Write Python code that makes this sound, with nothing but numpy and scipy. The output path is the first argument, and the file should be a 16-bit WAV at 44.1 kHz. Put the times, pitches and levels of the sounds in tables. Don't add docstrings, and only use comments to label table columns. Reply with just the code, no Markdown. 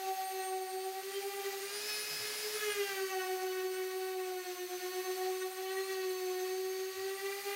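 import sys
import numpy as np
from scipy import signal
from scipy.fft import rfft, irfft, next_fast_len
from scipy.io import wavfile
from scipy.ndimage import map_coordinates

SR = 44100
rng = np.random.default_rng(int(sys.argv[2]) if len(sys.argv) > 2 else 0)


def master(y):
    cut = np.clip(np.atleast_2d(y).T, -1, 1)
    pcm = np.round(cut * 32767)
    wavfile.write(sys.argv[1], SR, pcm.astype(np.int16))


N = 332955
TIME = np.arange(N) / SR


def pad_hum(shaft, speed_hz, lift, chatter, hum_gain, drone_gain):
    # time_s, level_db
    hum_levels = [(0, -46.5), (.09, -40), (.2, -53.5), (.38, -40.5), (1.08, -41), (1.38, -40.5),
                  (1.6, -39.5), (1.72, -48), (2.2, -53.5), (2.55, -41), (2.66, -36.5), (3.2, -37),
                  (4.15, -39), (4.45, -41.5), (5.35, -36.5), (5.55, -41), (6.05, -37), (6.8, -38.5),
                  (7.49, -41), (7.55, -44.5)]
    # time_s, level_db
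    drone_levels = [(0, -41), (.09, -36), (.7, -42), (1, -43), (1.06, -63), (1.18, -44.5), (1.55, -50),
                    (1.75, -64), (2.5, -64), (3.13, -40.5), (3.95, -49.5), (4.3, -45), (4.7, -50),
                    (5.28, -42), (6.05, -51.5), (6.4, -47.5), (6.8, -55.5), (7.55, -48)]
    hum_db = curves(hum_levels)[0] + (3.1 * chatter + 1.1 * lift) * walk(32)
    hum = undb(hum_db) * hum_gain * partial(shaft + phase_slip(speed_hz), scatter=0.089, rate_hz=35)
    grip_loss_db = (1 + 4 * chatter) * np.maximum(walk(18), 0) ** 2
    drone_db = curves(drone_levels)[0] - grip_loss_db
    drone = undb(drone_db) * drone_gain * partial(2 * shaft, scatter=0.17 + 0.52 * chatter, rate_hz=50)
    return hum + drone


def rocking_dips(max_rise_s=0.081):
    # start_s, period_s, count, first_depth_db, last_depth_db, drone_depth_db
    bouts = [(0.047, 0.12, 3, 5, 30, 4.5), (0.444, 0.247, 3, 7.5, 11, 1.5), (1.022, 0.1, 4, 19, 10, -1.5),
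             (1.425, 0.09, 4, 16, 6, -0.5), (2.602, 0.14, 3, 22, 33, 1), (2.956, .148, 4, 10.5, 7, 2),
             (3.56, 0.17, 3, 0.5, 3, 7), (4.448, 0.1197, 7, 19, 8, 19), (5.53, 0.33, 3, 7, 3, 4),
             (6.947, 0.24, 3, 12, 11, 5)]
    dips = []
    for start_s, period_s, count, first_db, last_db, drone_db in bouts:
        for k, hum_db in enumerate(np.linspace(first_db, last_db, round(count))):
            dips.append((start_s + k * period_s, min(period_s / 2, max_rise_s), hum_db, drone_db))
    return dips


def throb(drone_lead_s=0.023):
    hum_gain, drone_gain = 1, 1
    for time_s, rise_s, hum_db, drone_db in rocking_dips():
        hum_gain = hum_gain * dip_gain(time_s, rise_s, hum_db)
        drone_gain = drone_gain * dip_gain(time_s - drone_lead_s, rise_s, drone_db)
    return hum_gain, drone_gain


def phase_slip(speed_hz, panel_hz=373, width=0.43, deep_db=8.0, kept=0.297):
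    phase = 0
    for time_s, rise_s, depth_db, _ in rocking_dips():
        direction = np.sign(panel_hz - np.interp(time_s, TIME, speed_hz))
        age = (TIME - time_s) / (width * rise_s)
        slip = np.arctan(age * undb(depth_db)) - (1 - kept) * np.arctan(age)
        phase = phase + direction * np.clip(depth_db / deep_db, 0, 1) * slip
    return phase


def pad_knock(shaft, speed_hz, lift, rim, chatter, drone_gain, chatter_hz=46.14, dip_share=0.29):
    # time_s, gain_db
    levels = [(0, -56.5), (.48, -52.5), (.72, -58.5), (1.2, -54), (1.68, -53), (1.93, -46), (2.5, -48.5),
              (2.7, -42.5), (3.35, -45), (4.05, -50), (4.6, -53.5), (5.12, -49), (5.6, -54.5), (5.89, -50),
              (6.03, -52.5), (6.6, -54.5), (7.5, -51)]
    # shaft_order, flat_db, rim_db, air_db
    lines = [(3, -4, -10.5, -15), (4, -9.5, -6, -8), (5, -3.5, -11, -10), (6, -9.5, -12, -4),
             (7, -9, -13.5, -13), (8, -14, -12.5, -17.5), (9, -11.5, -24.5, -11), (10, -13, -20, -6.5),
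             (11, -5.5, -26.5, -5.5), (14, -32, -17, -10), (16, -12, -22, -16), (24, -16, -30.5, -10)]
    # centre_hz, width_hz, gain_db, chatter_extra_db
    housing = [(1946, 210, 0, 8.5), (2390, 93, 1, 6.5), (2784, 210, 6, -7.5)]
    jitter = 0.08 * walk(90)
    skip_phase = 2 * np.pi * chatter_hz * TIME + 2.55 * walk(18)
    buzz = 0
    for order, flat_db, rim_db, air_db in lines:
        wood_db = flat_db + rim * (rim_db - flat_db)
        line_db = wood_db + lift ** 2 * (air_db - wood_db)
        housing_db = sum((db + chatter * extra_db) / (1 + (2 * (order * speed_hz - hz) / width_hz) ** 2)
                         for hz, width_hz, db, extra_db in housing)
        flutter = 1 + 0.75 * chatter * np.sin(skip_phase + rng.uniform(0, 2 * np.pi))
        phase = order * (shaft + jitter) + rng.uniform(0, 2 * np.pi)
        line = partial(phase, scatter=0.54 - 0.1 * lift, rate_hz=45)
        buzz = buzz + undb(line_db + housing_db) * flutter * line
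    buzz_db = curves(levels)[0] + 1.07 * walk(45) + 1.6 * walk(12)
    return buzz * undb(buzz_db) * drone_gain ** dip_share


def grit_and_air(shaft, lift, mains_buzz_hz=200):
    # time_s, level_db
    rub_levels = [(0, -49.5), (.35, -52), (.62, -54), (1.62, -47), (1.85, -44.5), (2.6, -43), (3.2, -50),
                  (3.65, -52.5), (4.3, -53), (5.15, -50), (5.5, -52), (5.9, -50.5), (6.15, -51.5),
                  (6.8, -52.5), (7.55, -48)]
    # time_s, level_db
    air_levels = [(0, -50.5), (.35, -49.5), (.6, -53), (1.6, -49), (1.7, -52.5), (1.9, -47), (2.35, -48),
                  (2.62, -46.5), (3.6, -51.5), (4.45, -52.5), (5.18, -49), (5.4, -51.5), (6.4, -51),
                  (6.85, -52), (7.2, -51.5), (7.55, -48)]
    # freq_hz, density_db
    grit_spectrum = [(30, -17.5), (60, -38), (110, -19.5), (250, -13), (550, -7), (950, -9.5), (1400, -2.5),
                     (2300, 1), (3300, -3), (4300, -0.5), (5300, -3), (6300, -3), (7600, -6.5),
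                     (10000, -17), (15500, -38)]
    rattle_spectrum = [(40, -46), (75, -20), (150, -15.5), (350, -7), (700, -4.5), (1100, -6.5),
                       (1700, -0.5), (2600, -3), (3400, -3.5), (4700, -2), (6200, -3.5), (7700, -7.5),
                       (10000, -11.5), (15500, -21)]
    air_spectrum = [(1000, -24.5), (5000, -35.5), (8300, -4), (10000, -7), (11500, -2), (13300, -0.5),
                    (15500, -3)]
    scrape, shake, flow, roughness = rng.standard_normal((4, N))
    orbit = np.cos(shaft + 1.35 * walk(20))
    motor_pulse = np.cos(2 * np.pi * mains_buzz_hz * TIME)
    grains = scrape * undb(2.8 * roughness)
    grit = colour(grains * (1 + 0.28 * orbit), grit_spectrum) * undb(walk(35))
    shaking = shake * (1 + 0.026 * motor_pulse + 0.17 * orbit)
    rattle = colour(shaking, rattle_spectrum) * undb(0.5 * walk(50))
    rub = np.sqrt(1 - lift) * grit + np.sqrt(lift) * rattle
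    air = colour(flow * (1 + 0.15 * orbit), air_spectrum)
    air_db = curves(air_levels)[0] + 0.33 * walk(16)
    return undb(curves(rub_levels)[0]) * rub + undb(air_db) * air


def motor_whine(shaft, lift, slot_lift_db=9.5, whistle_lift_db=3):
    slot_order, blade_order, whistle_order = (12, 17, 23)
    # time_s, level_db
    slot_levels = [(0, -62), (1.68, -65.5), (1.77, -56), (2.6, -62), (3, -57.5), (4.6, -63.5),
                   (4.93, -57.5), (5.7, -66), (5.96, -58), (6.8, -59), (7.55, -64)]
    whistle_levels = [(0, -61), (.4, -53.5), (1, -62), (1.26, -56), (1.5, -66), (1.7, -55.5), (2.9, -55.5),
                      (3.25, -63), (5.5, -65), (5.85, -57.5), (6.3, -70), (7.25, -60)]
    # time_s, level_db
    blade_levels = [(0, -61), (.35, -58), (1, -69), (1.9, -60.5), (2.6, -69), (3.15, -57), (4.1, -68.5),
                    (4.75, -55), (5.7, -64.5), (6.35, -54.5), (7.55, -68)]
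    # offset_hz, relative_db
    sidebands = [(-200, -7), (200, -3)]
    slots = partial(slot_order * shaft, scatter=0.4, rate_hz=25)
    for offset_hz, db in sidebands:
        phase = slot_order * shaft + 2 * np.pi * offset_hz * TIME
        slots = slots + undb(db) * (1 + lift) / 2 * partial(phase, scatter=0.58, rate_hz=20)
    blades = partial(blade_order * shaft, scatter=0.5, rate_hz=60)
    flicker = undb(2.2 * walk(11) + 2 * walk(35))
    whistle = flicker * partial(whistle_order * shaft, scatter=0.4, rate_hz=40)
    slot_db = curves(slot_levels)[0] + slot_lift_db * lift
    whistle_db = curves(whistle_levels)[0] + whistle_lift_db * lift
    return undb(slot_db) * slots + undb(curves(blade_levels)[0]) * blades + undb(whistle_db) * whistle


def pad_squeals(shaft, order=8):
    # centre_s, length_s, level_db
    catches = [(1.175, 0.073, -49), (1.42, 0.26, -56.5), (5.695, 0.069, -53.5)]
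    swell = sum(undb(db) * np.exp(-(2 * (TIME - centre_s) / length_s) ** 2)
                for centre_s, length_s, db in catches)
    return swell * partial(order * shaft, scatter=0.5, rate_hz=50)


def box_bumps(attack_s=0.043):
    # start_s, gain_db, pitch_hz, t60_s
    thuds = [(2.10, -49, 154.5, 0.27), (2.19, -49, 118, 0.23), (2.66, -62, 76, 0.32),
             (6.965, -56, 94.7, 0.24)]
    out = 0
    for start_s, gain_db, pitch_hz, t60_s in thuds:
        age_s = np.maximum(TIME - start_s, 0)
        ring = (1 - np.exp(-age_s / attack_s)) * np.exp(-np.log(1000) * age_s / t60_s)
        out = out + undb(gain_db) * ring * partial(2 * np.pi * pitch_hz * age_s, scatter=0.2, rate_hz=74)
    return out


def dip_gain(time_s, rise_s, depth_db):
    gain = np.ones(N)
    near = np.abs(TIME - time_s) < rise_s
    opening = np.sin(np.pi / 2 * (TIME[near] - time_s) / rise_s) ** 2
    gain[near] = np.sqrt(opening + (1 - opening) * undb(-depth_db) ** 2)
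    return gain


def partial(phase, scatter, rate_hz):
    in_phase = np.sqrt(2 * (1 - scatter ** 2)) + scatter * walk(rate_hz)
    return in_phase * np.sin(phase) + scatter * walk(rate_hz) * np.cos(phase)


def colour(noise, spectrum):
    hz, db = np.transpose(spectrum)
    size = next_fast_len(N)
    bins_hz = np.maximum(np.arange(size // 2 + 1) * SR / size, 1)
    gain = undb(np.interp(np.log(bins_hz), np.log(hz), db))
    return unit(irfft(rfft(noise, size) * gain, size)[:N])


def walk(rate_hz):
    coarse_s = TIME[::32]
    drift = map_coordinates(rng.standard_normal(2048), [coarse_s * rate_hz], order=2, mode="wrap")
    return unit(np.interp(TIME, coarse_s, drift))


def curves(table):
    time_s, *columns = np.transpose(table)
    return [np.interp(TIME, time_s, column) for column in columns]


def undb(db):
    return 10 ** (np.asarray(db) / 20)


def unit(x):
    return x / np.sqrt(np.mean(x ** 2))


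def scene():
    # time_s, speed_hz
    speeds = [(0, 381.9), (.69, 375.8), (1.04, 383.4), (1.17, 394.3), (1.34, 396.7), (1.61, 391.6),
              (1.84, 419), (2, 422), (2.62, 424), (2.98, 385.3), (3.22, 373.3), (3.65, 372.6),
              (4.09, 375.3), (4.53, 363.5), (4.75, 363.3), (5.04, 370), (5.59, 374.7), (5.85, 384.2),
              (6.1, 372), (6.35, 368.2), (6.59, 375), (6.93, 379), (7.43, 399.7), (7.55, 401.5)]
    # time_s, lift_share, rim_share
    contact = [(0, 0, 0.08), (1.1, 0.32, 0.15), (1.62, 0.1, 0.3), (1.8, 0.94, 0.9), (2.48, 0.93, 0.3),
               (2.64, 0.44, 0.9), (3.1, 0.05, 0.78), (4.1, 0.07, 0.46), (4.6, 0.14, 0.22), (5.6, 0, 0),
               (7.55, 0.16, 0.22)]
    # time_s, chatter_share
    skipping = [(0, 0.02), (.9, 0.3), (1.5, 0.62), (1.8, 0), (2.5, 0.9), (2.7, 0.44), (3.4, 0.38),
                (4.4, 0.1), (5.6, 0.47), (5.9, 0.5), (6.1, 0), (7.05, 0.4), (7.25, 0.64), (7.55, 0.92)]
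    speed_hz, = curves(speeds)
    lift, rim = curves(contact)
    chatter, = curves(skipping)
    hum_gain, drone_gain = throb()
    friction_waver = 0.000722 * (1 - lift) * walk(18)
    shaft = 2 * np.pi * np.cumsum(speed_hz * (1 + friction_waver)) / SR
    hum = pad_hum(shaft, speed_hz, lift, chatter, hum_gain, drone_gain)
    knock = pad_knock(shaft, speed_hz, lift, rim, chatter, drone_gain)
    sander = hum + knock + pad_squeals(shaft) + motor_whine(shaft, lift) + grit_and_air(shaft, lift)
    return np.tile(sander + box_bumps(), (2, 1))


def record(dry):
    cutoff_hz = 15750
    return signal.sosfilt(signal.ellip(12, 0.1, 80, cutoff_hz, fs=SR, output="sos"), dry)


dry = scene()
out = record(dry)
master(out)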